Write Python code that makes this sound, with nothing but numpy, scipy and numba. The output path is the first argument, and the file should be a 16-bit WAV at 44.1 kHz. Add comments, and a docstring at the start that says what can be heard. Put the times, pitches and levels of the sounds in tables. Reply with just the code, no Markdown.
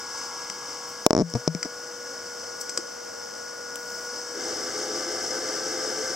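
"""First you hear a small battery fan whirring close by: seven blades hum, a motor sings, air rushes.
A camera is set down on a wooden floor, bounces and rocks to rest; its knocks make its automatic
volume control turn the fan down briefly. Fingers click on the fan's plastic case and pull out its
cable. Then the fan comes closer with a hand behind it, choking the flow: the blades speed up a
little and the air turns rough."""
import sys
import numpy as np
from scipy import signal
from scipy.fft import rfft, irfft, next_fast_len
from scipy.io import wavfile
from scipy.ndimage import minimum_filter1d, map_coordinates
from numba import njit

SR = 44100
rng = np.random.default_rng(int(sys.argv[2]) if len(sys.argv) > 2 else 0)


def wrap_up_sound(samples):
    """Save the sound to the file named by the first command line argument, as 16-bit audio."""
    columns = np.atleast_2d(samples).T
    # keep every value between -1 and 1, then stretch to whole-number steps
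    tamed = np.clip(columns, -1, 1)
    steps = np.round(tamed * 32767).astype(np.int16)
    wavfile.write(sys.argv[1], SR, steps)


N = 271215


def amp(db):
    """Turn decibels into a number to multiply by."""
    return 10 ** (np.asarray(db) / 20)


def peak_to_one(x):
    """Scale a sound so that its biggest peak is 1."""
    return x / np.abs(x).max()


def along(points, hz):
    """Read between (frequency, value) points, spaced by octaves."""
    f, v = np.transpose(points)
    return np.interp(np.log(hz + 1), np.log(f + 1), v)


def curve(points):
    """Join (time, value) points with straight lines, one value per sample."""
    return np.interp(np.arange(N) / SR, *np.transpose(points))


def wobble(rate):
    """A smooth curve through `rate` random values a second."""
    return map_coordinates(rng.standard_normal(int(N * rate / SR) + 4), [np.arange(N) * rate / SR])


def filtered(x, response):
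    """Change the strength and phase of each frequency by response(hz)."""
    n = x.shape[-1]
    padded = next_fast_len(n + 8192)
    return irfft(rfft(x, padded) * response(np.fft.rfftfreq(padded, 1 / SR)), padded)[..., :n]


def resonances(modes, f):
    """How strongly these (pitch, width, level) peaks answer each frequency."""
    return sum(amp(db) * 1j * f * w / (c * c - f * f + 1j * f * w) for c, w, db in modes)


def ring(hz, t60, t):
    """A tone that swells within a cycle, then fades by 60 dB in t60 seconds."""
    return np.sin(2 * np.pi * hz * t) * amp(-60 * t / t60) * (1 - np.exp(-2 * hz * t))


def add(track, s, sound):
    """Mix a sound into a track, starting at s seconds."""
    part = track[..., round(s * SR):][..., :sound.shape[-1]]
    part += sound[..., :part.shape[-1]]


def panned(x, lean_db):
    """Make a sound stereo, lean_db louder on the left."""
    return x * amp([[lean_db / 2], [-lean_db / 2]])


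def left_right(points, hz):
    """Share a left-minus-right amount between the two sides, half each."""
    return np.outer([.5, -.5], along(points, hz))


def background_hiss():
    """A faint, even hiss under everything."""
    return amp(-56) * rng.standard_normal((2, N))


def room(x, t60):
    """Floor and walls scatter a sound into a short echo, different on each side."""
    t = np.arange(SR // 3) / SR
    tail = rng.standard_normal((2, len(t))) * amp(-60 * t / t60)
    return signal.fftconvolve(x, tail / np.linalg.norm(tail[0]), axes=1)[:, :N]


# pitches the fan's housing weakens: (frequency [Hz], width [Hz], level change [dB])
HOUSING_DIPS = [(1010, 119, -15), (1887, 119, -10), (2463, 305, -9.5), (3382, 140, -10.5), (3955, 310, -11),
                (4813, 66, -23), (6700, 280, -0.5)]
def housing_db(hz):
    """Some pitches partly cancel themselves inside the fan's housing."""
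    return sum(db * np.exp(-((hz - centre) / width) ** 2) for centre, width, db in HOUSING_DIPS)


# how alike left and right sound: (frequency [Hz], likeness [0-1])
STEREO_LIKENESS = [(60, 0.62), (250, 0.94), (2000, 1), (5000, 1), (8000, 0.66), (14000, 0.19)]
def rush(spectrum):
    """Stereo noise of average strength (rms) 1, shaped by a spectrum and the housing."""
    def colour(hz):
        spread = np.arccos(np.clip(along(STEREO_LIKENESS, hz), -1, 1)) / 2
        return amp(along(spectrum, hz) + housing_db(hz)) * [np.cos(spread), np.sin(spread)]
    mid, side = filtered(rng.standard_normal((2, N)), colour)
    noise = np.array([mid + side, mid - side])
    return noise / np.sqrt(np.mean(noise ** 2) + 1e-20)


# the tone of sliding skin: (frequency [Hz], relative level [dB])
SKIN_SPECTRUM = [(3000, -40), (7500, 7), (9500, -6), (12000, -3), (14500, -2), (16000, -3)]
# shifts of the grip: (time [s], length [s], level [dB])
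GRIP_SLIDES = [(0.877, 0.045, -51), (2.597, 0.017, -41.5), (3.748, 0.32, -52.5)]
def rubbing():
    """Skin slides on the smooth handle with a soft, high, uneven hiss."""
    t = np.arange(N) / SR
    rise_s, fade_s = .008, .12
    strokes = np.zeros(N)
    for s, length, db in GRIP_SLIDES:
        fade_db = 60 * np.maximum(t - s - length, 0) / fade_s
        strokes += np.clip((t - s) / rise_s, 0, 1) * amp(db - fade_db)
    return strokes * amp(2.1 * wobble(60)) * rush(SKIN_SPECTRUM)


# pitches heard in the finger clicks, including the microphone's bright peak near 5.5 kHz:
# (pitch [Hz], width [Hz], relative level [dB])
CLICK_PEAKS = [(1330, 590, -3), (2010, 330, -8.5), (3050, 170, -8), (5040, 470, 6), (5590, 680, 9.5),
               (7570, 360, -5.5), (7760, 780, 0.5), (12800, 3300, -26)]
# snaps on the case: (time [s], click level [dB], fade time [s], brightness [dB per octave],
# knock level [dB], knock pitch [Hz])
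CASE_SNAPS = [(0.499, -18.5, 0.0061, -3, -36, 209), (1.299, -27, .015, 8, -52, 300),
              (1.6289, -12.5, 0.011, -4.5, -16, 2160), (1.649, -25, 0.0096, -6, -27, 302),
              (2.6116, -20.5, 0.033, 11, -46, 500), (2.6936, -19.5, 0.038, 6, -27, 2160),
              (2.7747, -9.5, 0.015, -1, -20.5, 500), (2.786, -36, 0.0085, -3, -24.5, 336),
              (3.757, -22, 0.012, 20, -25.5, 3050)]
def clicks():
    """Fingers and plug snap on the fan's case: a bright click and a knock of its hollow parts."""
    track, t = np.zeros(N), np.arange(SR // 5) / SR
    colour = lambda f: sum(amp(db) * resonances([(hz, w, 0)], f) ** 2 for hz, w, db in CLICK_PEAKS)
    for s, click_db, t60, tilt_db, knock_db, knock_hz in CASE_SNAPS:
        snap = rng.standard_normal(len(t)) * amp(-60 * t / t60)
        click = filtered(snap, lambda f: colour(f) * amp(tilt_db * np.log2(1 + f / 2000)))
        knock = ring(knock_hz, 13 / knock_hz, t)
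        add(track, s, amp(click_db) * peak_to_one(click) + amp(knock_db) * knock)
    return panned(track, lean_db=4.5)


# the camera's body on the boards: (pitch [Hz], width [Hz], relative level [dB])
BODY_MODES = [(320, 256, -1), (440, 63, -8.5), (616, 77, 0), (900, 75, -10.5), (1080, 125, -10),
              (1410, 200, -27)]
# the boards shake the two microphones unequally: (frequency [Hz], left minus right [dB])
THUD_BALANCE = [(130, 5), (450, 0.5), (1500, 2)]
# and slightly out of step: (frequency [Hz], left ahead by [radians])
THUD_PHASE = [(140, 0.3), (330, -0.55), (480, .15), (640, -1.25), (950, -0.44)]
def thud(contact_hz):
    """The camera's body thumps the floor; a softer contact (lower contact_hz) gives less treble."""
    low_cut = lambda f: 1j * f / (32 + 1j * f)  # the microphones miss deep bass
    softness = lambda f: 1 / (1 + 1j * f / contact_hz) ** 2 / (1 + 1j * f / 2100)
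    tap = signal.unit_impulse(SR // 10)
    body = filtered(tap, lambda f: resonances(BODY_MODES, f) * low_cut(f) * softness(f))
    mics = lambda f: amp(left_right(THUD_BALANCE, f)) * np.exp(1j * left_right(THUD_PHASE, f))
    return filtered(peak_to_one(body), mics)


# pitches heard in each knock's ping: (pitch [Hz], relative level [dB], fade time [s])
PING_TONES = [(2340, -2, 0.012), (4470, -20, 0.0077), (5400, 7, 0.015), (5600, 13.5, 0.0088),
              (6770, 1.5, 0.0095), (7900, -19, 0.014)]
def bright_crack(contact_hz):
    """A short bright ping and crack on each knock, coloured by the microphone near 5.5 kHz."""
    t = np.arange(SR // 10) / SR
    extra_dbs, detunes = rng.normal(0, 2.5, len(PING_TONES)), rng.normal(1, .025, len(PING_TONES))
    ping = sum(amp(db + extra_db) * ring(hz * detune, t60, t)
               for (hz, db, t60), extra_db, detune in zip(PING_TONES, extra_dbs, detunes))
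    burst = amp(5 - 60 * t / .0092) * rng.standard_normal((2, len(t)))
    reach_hz = 9000 * (contact_hz / 1000) ** 2  # harder contacts reach much higher
    crack = filtered(burst, lambda f: 1 / (1 + 1j * f / reach_hz) ** 2)
    return panned(peak_to_one(ping + crack), lean_db=9)


def floor_hit(thud_db, crack_db, contact_hz):
    """One touch of the camera on the floor: a dull thud plus a sharp crack."""
    return amp(thud_db) * thud(contact_hz) + amp(crack_db) * bright_crack(contact_hz)


def bounces():
    """The camera lands and tips over, its hops shrinking towards a last quick chatter."""
    track = np.zeros((2, N))
    landing_s, first_hop_s, second_hop_s, shortest_hop_s = 1.0645, .0428, .0238, .002
    later_hops = shortest_hop_s + (second_hop_s - shortest_hop_s) * .786 ** np.arange(11)
    hops = np.append(first_hop_s, later_hops)
    for s, speed in zip(landing_s + np.cumsum(hops) - hops, hops / first_hop_s):
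        drop = np.log10(speed)  # a shorter hop means a slower, softer landing
        add(track, s, floor_hit(22 + 21.7 * drop, 15 + 29.8 * drop, contact_hz=1550 * speed ** .76))
    return track


# small pushes: (time [s], thud level [dB], crack level [dB], contact hardness [Hz], chatter length [s])
CAMERA_NUDGES = [(1.3383, -20.5, -17.5, 300, .002), (1.3526, -13, -21.5, 900, .019),
                 (1.4769, -2.5, -9.5, 525, .002), (1.479, -31, -11.5, 400, .002),
                 (1.5492, -19.5, -18.5, 400, .002), (1.6559, -22.5, -28, 705, .007)]
def nudges():
    """The camera is nudged into place; when its foot chatters, each touch is weaker and duller."""
    track, gap_s = np.zeros((2, N)), .0042
    for s, thud_db, crack_db, contact_hz, length in CAMERA_NUDGES:
        for k, delay in enumerate(np.arange(0, length, gap_s)):
            hit = floor_hit(thud_db - 2.5 * k, crack_db - 4 * k, contact_hz / np.sqrt(1 + k))
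            add(track, s + delay, hit)
    return track


# the camera's rocking: (time [s], level [dB], pitch [Hz], fade time [s])
CAMERA_ROCKS = [(1.22, -13.5, 168, 0.2), (1.348, -12, 123, 0.092), (1.478, -13, 161.6, 0.15),
                (1.549, -16, 168, 0.072)]
def rocking():
    """The camera rocks on its foot with short, low tones."""
    track, t = np.zeros((2, N)), np.arange(SR // 3) / SR
    for s, db, hz, t60 in CAMERA_ROCKS:
        add(track, s, panned(-amp(db) * ring(hz, t60, t), lean_db=6.5))
    return track


# how much of the fan is heard from above the floor: (time [s], share [0-1])
RAISED_SHARE = [(0, 0.9), (.95, 0.68), (1.25, 0.31)]
# how near the fan is held, told by its hiss: (time [s], level [dB])
FAN_NEARNESS = [(0, -39), (.18, -36.5), (.3, -38.5), (.7, -39), (1.65, -42), (2.05, -40.5), (2.8, -40.5),
                (3.55, -41.5), (4.15, -37), (4.33, -37.5), (4.44, -34), (6.15, -32.5)]
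def level_db(base_db, near_weight, raised_db):
    """A part of the fan's sound changes with how near it is and the side it is heard from."""
    nearer_db = curve(FAN_NEARNESS) + 40.5  # 0 at arm's length
    return base_db + near_weight * nearer_db + raised_db * curve(RAISED_SHARE)


# air through the grille, heard from above the floor: (frequency [Hz], relative level [dB])
RAISED_AIR_SPECTRUM = [(20, -32), (55, -15.5), (150, -11), (330, -5.5), (650, -12), (850, 4), (1020, 13),
                       (1300, -5), (1700, -8.5), (2200, -3.5), (3000, -11), (4000, -8.5), (5500, -44)]
# same columns: air flowing freely, air choked by the hand, hiss off the blade tips
FREE_AIR_SPECTRUM = [(20, -46), (50, -25), (85, -12.5), (140, -15.5), (260, -4), (410, -7.5), (540, 1.5),
                     (720, -6.5), (1150, -9.5), (1600, -4), (2100, -8.5), (2500, -15), (3900, -17.5),
                     (7000, -85)]
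CHOKED_AIR_SPECTRUM = [(20, -59), (60, -24), (200, -16.5), (320, -1.5), (390, -6.5), (510, -3),
                       (600, -10.5), (820, -6.5), (1150, -9.5), (1600, -9), (2100, -10), (2500, -20),
                       (3900, -16), (7000, -52)]
TIP_HISS_SPECTRUM = [(2500, -70), (4000, -17), (4350, -10.5), (4550, -4.5), (5300, 4.5), (5700, 0.5),
                     (6300, -1), (7000, -9.5), (7900, -7), (8700, -16.5), (10000, -23.5), (12000, -27),
                     (16000, -30)]
def air(angle, choke):
    """Swirling air rushes through the grille and hisses off the blade tips, pulsing as they turn."""
    air_db = level_db(-45.5, near_weight=.4244, raised_db=1.5) + 7 * choke
    raised = curve(RAISED_SHARE)
    free = np.sqrt(raised) * rush(RAISED_AIR_SPECTRUM) + np.sqrt(1 - raised) * rush(FREE_AIR_SPECTRUM)
    grille = np.sqrt(1 - choke) * free + np.sqrt(choke) * rush(CHOKED_AIR_SPECTRUM)
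    eddies_db = .63 * wobble(16) + (.36 + .35 * choke) * wobble(350)
    pulse_db = .39 * np.sin(angle) + .22 * np.sin(angle / 3) + .5 * np.sin(2 * angle / 3)
    tip_hiss = amp(curve(FAN_NEARNESS) + eddies_db + pulse_db) * rush(TIP_HISS_SPECTRUM)
    return amp(air_db + .61 * eddies_db) * grille + tip_hiss


def shaft_tones(table, angle, flutter_db):
    """Fluttering tones locked to the turning shaft, a little out of step between left and right."""
    phases = lambda: rng.uniform(0, 2 * np.pi) + rng.normal(0, .24, (2, 1))
    return sum(amp(db + flutter_db * wobble(13)) * np.sqrt(2) * np.sin(cycles * angle + phases())
               for cycles, db in table)


BLADES = 7
# blades whining past the struts, and the motor: (pitch [cycles per turn], relative level [dB])
WHINE_TONES = [(21, 0), (28, -9.5), (35, -18)]
MOTOR_TONES = [(12, -14.5), (14, 5.5), (16, 3), (19, -16), (20, -8), (22, -48), (24, -5.5), (32, -13),
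               (40, -33), (45, -23.5)]
# the whine's beam swings by as the fan is turned: (time [s], level [dB])
WHINE_LEVEL = [(0, -47.5), (.7, -57), (1.4, -47), (2.7, -46), (3.1, -47), (4.05, -41), (4.45, -51),
               (6.15, -43.5)]
# pockets of stalled air circling slower than the blades:
# (pitch [share of the hum's pitch], waver rate [Hz], level at full choke [dB])
STALL_POCKETS = [(.672, 22.19, -43), (.845, 27.72, -41.5)]
def rotor(angle, choke):
    """The blades hum and whine and the motor sings; choked air adds wavering tones."""
    sway = (.011 + .036 * choke) * wobble(55)  # uneven incoming air shakes the blade tones
    drift = .29 * wobble(1.4) * np.array([[1], [-1]])  # moving the fan shifts left against right
    hum_db = level_db(-41, near_weight=.39, raised_db=-11) + choke
    flutter_db = (.5 + 2 * choke) * wobble(30)
    hum = amp(hum_db + flutter_db) * np.sqrt(2) * np.sin(BLADES * (angle + sway) + drift)
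    whine = amp(curve(WHINE_LEVEL)) * shaft_tones(WHINE_TONES, angle + sway, flutter_db=1)
    motor_db = level_db(-53.5, near_weight=1.09, raised_db=8.5) - 10.5 * choke
    motor = amp(motor_db) * shaft_tones(MOTOR_TONES, angle + choke * sway, flutter_db=1.6)
    stall = np.zeros(N)
    for share, rate, db in STALL_POCKETS:
        waver = wobble(rate) + 1j * wobble(rate)
        stall += amp(db) * np.real(waver * np.exp(1j * share * BLADES * angle))
    return filtered(hum + whine + motor + choke * stall, lambda hz: amp(housing_db(hz)))


# the free-running fan drifts in speed as it is turned: (time [s], blades passing [Hz])
BLADE_RATE = [(.8, 482.4), (1.9, 483.8), (2.45, 481), (2.7, 486), (3, 481), (3.45, 481.3), (4.3, 484)]
# the fan sits a little to the left: (frequency [Hz], left minus right [dB])
FAN_BALANCE = [(60, 0), (110, 3), (200, 1), (380, 2.5), (700, 2.5), (1290, 3.5), (2380, 1.5), (4400, 5),
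               (8120, 0), (15000, 2)]
def fan():
    """One shaft drives tones and air; a hand chokes the flow, so the unloaded blades speed up."""
    hand_s, closing_s, choked_share = 4.365, .015, .84
    spin_up_hz, spin_up_s = 32.5, .29
    since_hand = np.arange(N) / SR - hand_s
    choke = choked_share * (1 + np.tanh(since_hand / (2 * closing_s))) / 2
    blade_hz = curve(BLADE_RATE) + spin_up_hz * (1 - np.exp(-np.maximum(since_hand, 0) / spin_up_s))
    shaft_hz = blade_hz / BLADES * (1 + .001227 * wobble(7))
    angle = 2 * np.pi * np.cumsum(shaft_hz) / SR
    wind = air(angle, choke)
    sound = rotor(angle, choke) + wind + amp(-12) * room(wind, t60=.24)
    return filtered(sound, lambda hz: amp(left_right(FAN_BALANCE, hz)))


# fan and fingers reach the two microphones out of step: (frequency [Hz], left ahead by [radians])
MIC_PHASE = [(100, -0.09), (4480, -0.49), (5770, -0.78), (6370, 0.41), (9560, -0.024)]
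def scene():
    """Fan, fingers and camera knocks in a small room, over a faint hiss."""
    handling = clicks() + rubbing()
    knocks = bounces() + nudges() + rocking()
    held_fan = filtered(fan() + handling, lambda hz: np.exp(1j * left_right(MIC_PHASE, hz)))
    echo = room(amp(-10) * handling + amp(-40) * knocks, t60=.14)
    return background_hiss() + echo + knocks + held_fan


@njit
def follow(excess, attack, release):
    """Rise quickly to the excess level and fall back slowly."""
    out, held = np.zeros(len(excess)), 0.0
    for i in range(len(excess)):
        held += (excess[i] - held) * (attack if excess[i] > held else release)
        out[i] = held
    return out


def volume_control(x, threshold_db, attack_s, release_s):
    """Turn both sides down when a peak is about to pass the threshold."""
    peak = -minimum_filter1d(-np.abs(x).max(axis=0), size=41)
    excess_db = np.maximum(20 * np.log10(peak + 1e-9) - threshold_db, 0)
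    return x * amp(-follow(excess_db, 1 / (attack_s * SR), 1 / (release_s * SR)))


def record(dry):
    """The camera turns loud peaks down, flattens any still too big and drops the highest treble."""
    ducked = volume_control(dry, threshold_db=-8, attack_s=.0014, release_s=.063)
    return filtered(np.clip(ducked, -1, 1), lambda hz: hz < 15850)


dry = scene()
out = record(dry)
wrap_up_sound(out)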